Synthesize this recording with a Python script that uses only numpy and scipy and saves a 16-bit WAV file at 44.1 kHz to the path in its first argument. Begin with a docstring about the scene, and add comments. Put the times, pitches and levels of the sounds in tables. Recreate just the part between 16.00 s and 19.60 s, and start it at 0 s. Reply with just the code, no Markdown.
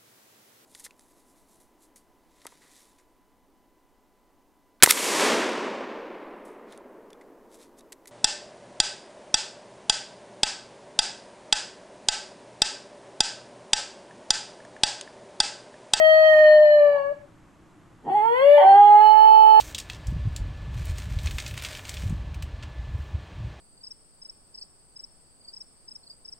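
"""A small room, a dog yodelling: a long, nearly pure howl sinks and fades; a pause; a second call.
That one creaks, slides up, cracks to a lower register and holds on its second harmonic.
The vocal folds give the harmonics, the throat colours them and rasps, air fizzes in the muzzle.
Standing waves, set as left-right curves, push the low partials about as the pitch moves.
A faint rumble lies beneath."""
import sys
import numpy as np
from scipy import signal
from scipy.fft import rfft, irfft
from scipy.io import wavfile
from scipy.ndimage import uniform_filter1d, minimum_filter1d

SR = 44100
rng = np.random.default_rng(int(sys.argv[2]) if len(sys.argv) > 2 else 0)


def to_wav(s):
    """Save 16-bit WAV."""
    ch = np.atleast_2d(s).T  # columns
    pcm = np.round(np.clip(ch, -1, 1) * 32767)  # PCM
    wavfile.write(sys.argv[1], SR, pcm.astype(np.int16))


N = 158760
T = np.arange(N) / SR

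# room decay: f/Hz, T60/s
ROOM_DECAY = [(150, 0.63), (600, 0.5), (2000, 0.46), (5000, 0.27), (12000, 0.092)]
# noise spectra: f/Hz, relative density/dB
RUMBLE_SPECTRUM = [(30, -4), (70, -7), (110, -2), (160, -3.5), (240, -8.5), (310, -2), (430, -16.5),
                   (600, -15.5), (1100, -15), (2000, -24), (5000, -36), (7500, -34), (12500, -45.5)]
FIZZ_SPECTRUM = [(1700, -36), (2500, -15.5), (3200, -3), (3700, -19.5), (4300, -2), (5200, -30),
                 (6700, -13), (7500, -22.5), (8600, -3), (10000, -21), (11000, -10.5), (12200, -10),
                 (13000, -18)]
RASP_SPECTRUM = [(100, -29.5), (330, -23), (520, -9), (700, -1), (830, 5.5), (960, 0), (1150, -16),
                 (1450, -34.5), (1880, -11), (2200, -38), (2600, -32.5), (3150, -18.5), (3650, -52),
                 (4350, -36.5), (5200, -69), (12000, -66)]
# noise envelopes: t/s, relative level/dB
FIZZ_ENVELOPE = [(.3, -65), (.85, -70), (1.2, -88.5), (2.06, -90), (2.12, -58.5), (2.35, -58.5),
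                 (2.65, -59), (2.95, -57), (3.2, -66), (3.6, -67.5)]
HOWL_RASP_ENVELOPE = [(0, -43), (.3, -41.5), (.6, -41.5), (.8, -44.5), (.94, -46), (.965, -33),
                      (1.055, -34.5), (1.085, -46), (1.125, -45), (1.15, -62)]
YODEL_RASP_ENVELOPE = [(2.035, -64.5), (2.052, -42), (2.085, -37), (2.12, -39), (2.16, -54), (2.3, -50),
                       (2.57, -43), (2.6, -21), (2.628, -20), (2.655, -35), (2.72, -42), (2.85, -46),
                       (3.05, -44), (3.2, -46.5), (3.6, -47.5)]
# second fold oscillation: t/s, f/Hz, relative level/dB
SQUEAL_TRACK = [(2.57, 881, -38.5), (2.582, 862.5, -16), (2.592, 861, -29), (2.601, 857, -19.5),
                (2.612, 926, -26), (2.626, 927, -20.5), (2.655, 929, -29.5)]
# its sum tones: multiple of voice pitch added, relative level/dB
SQUEAL_SUM_TONES = [(0, 0), (1, -27), (2, -18), (4, -21)]
# notes: t/s, f/Hz, relative level/dB of harmonics 1, 2, 3, 4 and up
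HOWL_TRACK = [(0.0, 634.4, -16, -41.5, -23, -33), (0.1, 628.3, -15.5, -38, -21, -31),
              (0.27, 627, -15, -37.5, -24, -33.5), (0.35, 616.7, -14, -39.5, -19, -33),
              (0.46, 613.3, -11.5, -43, -22, -35), (0.62, 607.2, -11, -51.5, -28, -40),
              (0.69, 599.6, -13, -57.5, -26.5, -40.5), (0.76, 595, -11.5, -47, -32, -41),
              (0.87, 581.6, -13, -36.5, -36.5, -47), (0.94, 575.3, -19, -43.5, -35.5, -46.5),
              (0.985, 560, -25, -33, -39, -50.5), (1.07, 560, -27, -36.5, -39.5, -59.5),
              (1.125, 585.3, -24.5, -53, -65.5, -67), (1.14, 555, -43, -52, -58, -62)]
SLIDE_TRACK = [(2.105, 367, -32.5, -42, -53.5, -49.5), (2.12, 380, -38.5, -21.5, -53, -50.5),
               (2.14, 390, -34.5, -25, -58.5, -56), (2.152, 417, -39.5, -16.5, -63.5, -48.5),
               (2.205, 418.6, -35.5, -19.5, -55, -48), (2.27, 458.2, -33, -17, -38.5, -46.5),
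               (2.32, 473.5, -21.5, -23, -44.5, -44), (2.38, 511.6, -24, -25.5, -42, -34.5),
               (2.43, 549.3, -15, -28.5, -37, -36.5), (2.47, 571.6, -11, -41.5, -43, -34.5),
               (2.55, 587.5, -8.5, -44.5, -31, -28), (2.61, 574.5, -12.5, -36.5, -38.5, -35),
               (2.635, 590, -15.5, -36.5, -38.5, -39)]
HOLD_TRACK = [(2.62, 380.3, -51.5, -17, -33.5, -36.5), (2.65, 381, -29.5, -12, -41, -41.5),
              (2.675, 388.8, -38, -7.5, -53, -34.5), (2.735, 392.7, -35.5, -9.5, -48.5, -35),
              (2.765, 405.5, -29, -10, -37.5, -33.5), (2.785, 406.8, -35, -6, -38.5, -35.5),
              (2.86, 413.6, -30, -6.5, -38.5, -30.5), (2.96, 418, -32.5, -9.5, -38.5, -37),
              (3.06, 427.3, -32, -9, -40, -29.5), (3.15, 429, -38, -10.5, -37.5, -36.5),
              (3.27, 433.3, -35, -6, -40.5, -30), (3.57, 432.2, -33.5, -7, -39.5, -30.5)]
# throat response, harmonics 4 and up: f/Hz, gain/dB
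HOWL_FORMANTS = [(2300, -1.5), (2520, -16.5), (2900, -5), (3150, -1), (3500, -29), (3780, -31.5),
                 (4200, -5), (4420, -12.5), (4900, -24.5), (5500, -57), (6250, -28.5), (7200, -41),
                 (8200, -35), (9600, -52), (10800, -27.5), (12600, -33)]
SLIDE_FORMANTS = [(1600, 2.5), (2000, 15.5), (2350, 0.5), (2700, -5), (3300, 5), (3900, -39.5), (4300, -5),
                  (5300, -51), (6700, -31), (8000, -40.5), (9500, -27), (10400, -44), (12400, -29.5)]
HOLD_FORMANTS = [(1600, 6.5), (1760, -5), (2050, 4), (2180, -10.5), (2600, -11), (2900, -8), (3030, 4),
                 (3300, -3), (3500, -28), (3950, -36.5), (4220, -7.5), (4310, -4.5), (4370, -13),
                 (4500, -26), (4750, -53.5), (5600, -63), (6600, -32), (7800, -42), (8600, -23.5),
                 (9800, -49.5), (10900, -28), (12100, -27.5), (13000, -36)]
# bursts of pitch scatter: t/s, half-width/s, depth/fraction of pitch
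PITCH_CRACKS = [(2.085, 0.025, 0.025), (2.69, 0.086, 0.0092)]
# low partials' placement: t/s, harmonic 1 L-R/dB, harmonic 2 L-R/dB, left lead/rad
HOWL_PAN = [(0.02, 15.5, -9, 0.95), (0.12, 5, -3.5, -0.72), (0.27, 5.5, -2.5, -0.5), (0.35, -1, -10, -0.17),
            (0.55, 1, -16, -0.24), (0.76, 2.5, 11.5, -0.69), (0.88, 8, 9.5, 0.024), (1.05, 8, 9.5, 1.42)]
SLIDE_PAN = [(2.12, -9.5, 3.5, 0.1), (2.2, -7.5, -4.5, 0.24), (2.27, 9, -13, 2.32), (2.37, 13.5, 6, 2.44),
             (2.43, 3.5, 7, 1.1), (2.49, 9, -0.5, -.4), (2.6, 4, -4, -0.82)]
HOLD_PAN = [(2.66, 10, -0.5, 0.52), (2.8, 4.5, -1.5, 0.2), (2.95, 2, -2, 0.4), (3.06, -7.5, -13.5, 1),
            (3.15, -7.5, -20.5, 2), (3.25, -20.5, -9, 2.5), (3.56, -19, -10.5, 2.5)]
# howl's third harmonic: t/s, L-R/dB, left lead/rad
HOWL_THIRD_PAN = [(.3, -2.5, 2.5), (.39, -18, 2.1), (.5, 7, 1.8), (.58, -5.5, 0.9), (.66, 6, -3.5),
                  (.93, -12.5, -1.5)]
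# other overtones' balance: f/Hz, L-R/dB
OVERTONE_PAN = [(1300, -0.5), (1900, -4), (2500, -6.5), (3100, -6), (4400, 2.5), (5000, -5.5), (6200, 8),
                (8200, -8), (12000, -6)]
# their phase offset: f/Hz, left lead/rad
OVERTONE_LEAD = [(1300, 0.35), (1850, 2.46), (2300, 2.5), (3050, -2), (4300, 0.86), (8000, 1)]


def amp(db):
    """Decibels to gain."""
    return 10 ** (np.asarray(db) / 20)


def at_hz(table, hz):
    """Table value on a log-frequency axis."""
    f, value = np.transpose(table)
    return np.interp(np.log(hz + 1), np.log(f + 1), value)


def curves(table):
    """Each column of a timed table, per sample."""
    times_s, *columns = np.transpose(table)
    return [np.interp(T, times_s, column) for column in columns]


def noise(colour):
    """Unit-rms noise with amplitude spectrum colour(Hz)."""
    x = irfft(rfft(rng.standard_normal(N)) * colour(np.fft.rfftfreq(N, 1 / SR)), N)
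    return x / np.sqrt(np.mean(x ** 2) + 1e-20)


def wander(rate_hz):
    """Unit-rms drift, rolling off above rate_hz."""
    return noise(lambda f: 1 / (1 + (f / rate_hz) ** 2))


def gate(start_s, end_s, attack_s, release_s):
    """Window with smooth edges."""
    ramp = np.minimum((T - start_s) / attack_s, (end_s - T) / release_s)
    return np.sin(np.pi / 2 * np.clip(ramp, 0, 1)) ** 2


def room(x):
    """Dense reflections, different left and right, dying faster in the treble."""
    size = SR // 2
    taps = rng.standard_normal((2, size)) * (rng.random((2, size)) < .1) * (T[:size] > .003)
    hz, t, spectra = signal.stft(taps, SR, nperseg=256)
    decay = amp(-60 * t / at_hz(ROOM_DECAY, hz)[:, None])
    tail = signal.istft(spectra * decay, SR, nperseg=256)[1]
    tail /= np.linalg.norm(tail, axis=1, keepdims=True)
    return signal.fftconvolve(np.atleast_2d(x), tail, axes=1)[:, :N]


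def rumble(level_db=-54, correlation=.86):
    """Steady room background, mostly common to both sides."""
    common, *sides = (noise(lambda f: amp(at_hz(RUMBLE_SPECTRUM, f))) for _ in range(3))
    return amp(level_db) * (np.sqrt(correlation) * common + np.sqrt(1 - correlation) * np.array(sides))


def fizz():
    """Faint high hiss of air in the muzzle."""
    air = amp(curves(FIZZ_ENVELOPE)[0]) * noise(lambda f: amp(at_hz(FIZZ_SPECTRUM, f)))
    return amp(-6) * air + amp(-10.5) * room(air)


def rasp():
    """Turbulence in the throat's resonances, strongest at the register crack."""
    howl = amp(curves(HOWL_RASP_ENVELOPE)[0]) * gate(-.02, .98, .01, .02)
    yodel = amp(curves(YODEL_RASP_ENVELOPE)[0]) * gate(2.02, 3.7, .02, .02)
    air = (howl + yodel) * noise(lambda f: amp(at_hz(RASP_SPECTRUM, f)))
    return amp(-5.5) * air + amp(-4) * room(air)


def grunt(at_s=2.076, sigma_s=.019, centre_hz=270, sigma_oct=.55, level_db=-36):
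    """Short low catch in the throat."""
    body = noise(lambda f: np.exp(-(np.log2((f + 1) / centre_hz) / sigma_oct) ** 2 / 2))
    puff = body * amp(level_db) * np.exp(-((T - at_s) / sigma_s) ** 2 / 2)
    return puff + amp(-7) * room(puff)


def creak(rate_hz=95, ring_hz=807, ring_s=.0023):
    """Slow, uneven fold pulses ring the throat's main resonance as the second call starts."""
    cycles = np.cumsum(rate_hz * (1 + .17 * wander(50))) / SR
    pulses = np.diff(np.floor(cycles), prepend=0) * gate(2.052, 2.108, .03, .012)
    t = T[:SR // 20]
    ring = t / ring_s * np.exp(1 - t / ring_s) * np.sin(2 * np.pi * ring_hz * t)
    sound = 2 * amp(-28.5) * signal.fftconvolve(pulses, ring)[:N]
    return sound + amp(-4) * room(sound)


def squeal(jitter=.015):
    """Second fold oscillation near 1.5 times the pitch; rattles against the voice at the crack."""
    hz, level_db = curves(SQUEAL_TRACK)
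    phase = 2 * np.pi * np.cumsum(hz * (1 + jitter * wander(100))) / SR
    voice_phase = 2 * np.pi * np.cumsum(curves(SLIDE_TRACK)[0]) / SR
    tones = sum(amp(db) * np.sqrt(2) * np.sin(phase + k * voice_phase) for k, db in SQUEAL_SUM_TONES)
    sound = amp(level_db) * tones * gate(2.53, 2.67, .02, .02)
    return sound + amp(-7) * room(sound)


def partial(phase, level_db, pan_db, lead_rad):
    """One harmonic, offset in level and phase between left and right."""
    sides = np.array([[.5], [-.5]])
    gains = amp(sides * pan_db)
    return 2 * amp(level_db) * gains / np.linalg.norm(gains, axis=0) * np.cos(phase + sides * lead_rad)


def note(track, pan, formants, envelope, top_harmonic, upper_trim_db, shimmer_db,
         third_send_db, upper_send_db, low_send_db=-19.5, third_pan=None):
    """Fold harmonics coloured by the throat; returns direct sound and room send."""
    hz, first_db, second_db, third_db, upper_db = curves(track)
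    jitter = .0022 * wander(25.2)
    flutter = .00068 * wander(107)
    scatter = sum(depth * np.exp(-((T - at_s) / width_s) ** 2) for at_s, width_s, depth in PITCH_CRACKS)
    pitch_hz = hz * (1 + jitter + flutter + scatter * wander(140))
    phase = 2 * np.pi * np.cumsum(pitch_hz) / SR
    first_pan_db, second_pan_db, lead_rad = curves(pan)
    roughness = 1 + .066 * noise(lambda f: np.exp(-(f / 88) ** 2))  # cycle-to-cycle strength

    def overtone(k, level_db, place=None):
        """Unsteady harmonic k, placed by its frequency by default."""
        place = place or (at_hz(OVERTONE_PAN, k * hz), at_hz(OVERTONE_LEAD, k * hz))
        return roughness * partial(k * phase, level_db + shimmer_db * wander(28), *place)

    low = partial(phase, first_db, first_pan_db, lead_rad)
    low += partial(2 * phase, second_db, second_pan_db, lead_rad)
    third = overtone(3, third_db, third_pan and curves(third_pan))
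    upper = sum(overtone(k, upper_db + upper_trim_db + at_hz(formants, k * hz))
                for k in range(4, top_harmonic + 1))
    send = amp(low_send_db) * low + amp(third_send_db) * third + amp(upper_send_db) * upper
    return np.array([low + third + upper, send]) * envelope


def voice():
    """Sinking howl, then slide and held note overlapping at the crack; overtones echo more."""
    howl = note(HOWL_TRACK, HOWL_PAN, HOWL_FORMANTS, gate(-.02, 1.155, .01, .014), top_harmonic=21,
                upper_trim_db=-5, shimmer_db=.7, third_send_db=-11.5, upper_send_db=0,
                third_pan=HOWL_THIRD_PAN)
    slide = note(SLIDE_TRACK, SLIDE_PAN, SLIDE_FORMANTS, gate(2.08, 2.65, .036, .016), top_harmonic=29,
                 upper_trim_db=-10, shimmer_db=1.5, third_send_db=-10, upper_send_db=-6)
    hold = note(HOLD_TRACK, HOLD_PAN, HOLD_FORMANTS, gate(2.6, 3.7, .024, .02), top_harmonic=31,
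                upper_trim_db=-9, shimmer_db=1.14, third_send_db=-10.5, upper_send_db=-6.5)
    direct, send = howl + slide + hold
    return direct + room(send)


def scene():
    """The dog in its room."""
    return voice() + squeal() + creak() + rasp() + fizz() + grunt() + rumble()


def record(dry):
    """Fast peak limiter, then low-pass."""
    ceiling, cutoff_hz = .64, 13050
    gain = np.minimum(1, ceiling / (abs(dry).max(0) + 1e-9))
    held = minimum_filter1d(gain, size=600)
    smoothed = uniform_filter1d(uniform_filter1d(held, size=300), size=300)
    lowpass = signal.firwin(511, cutoff_hz, window=("kaiser", 9), fs=SR)
    return signal.oaconvolve(dry * smoothed, lowpass[None], "same")


dry = scene()
out = record(dry)
to_wav(out)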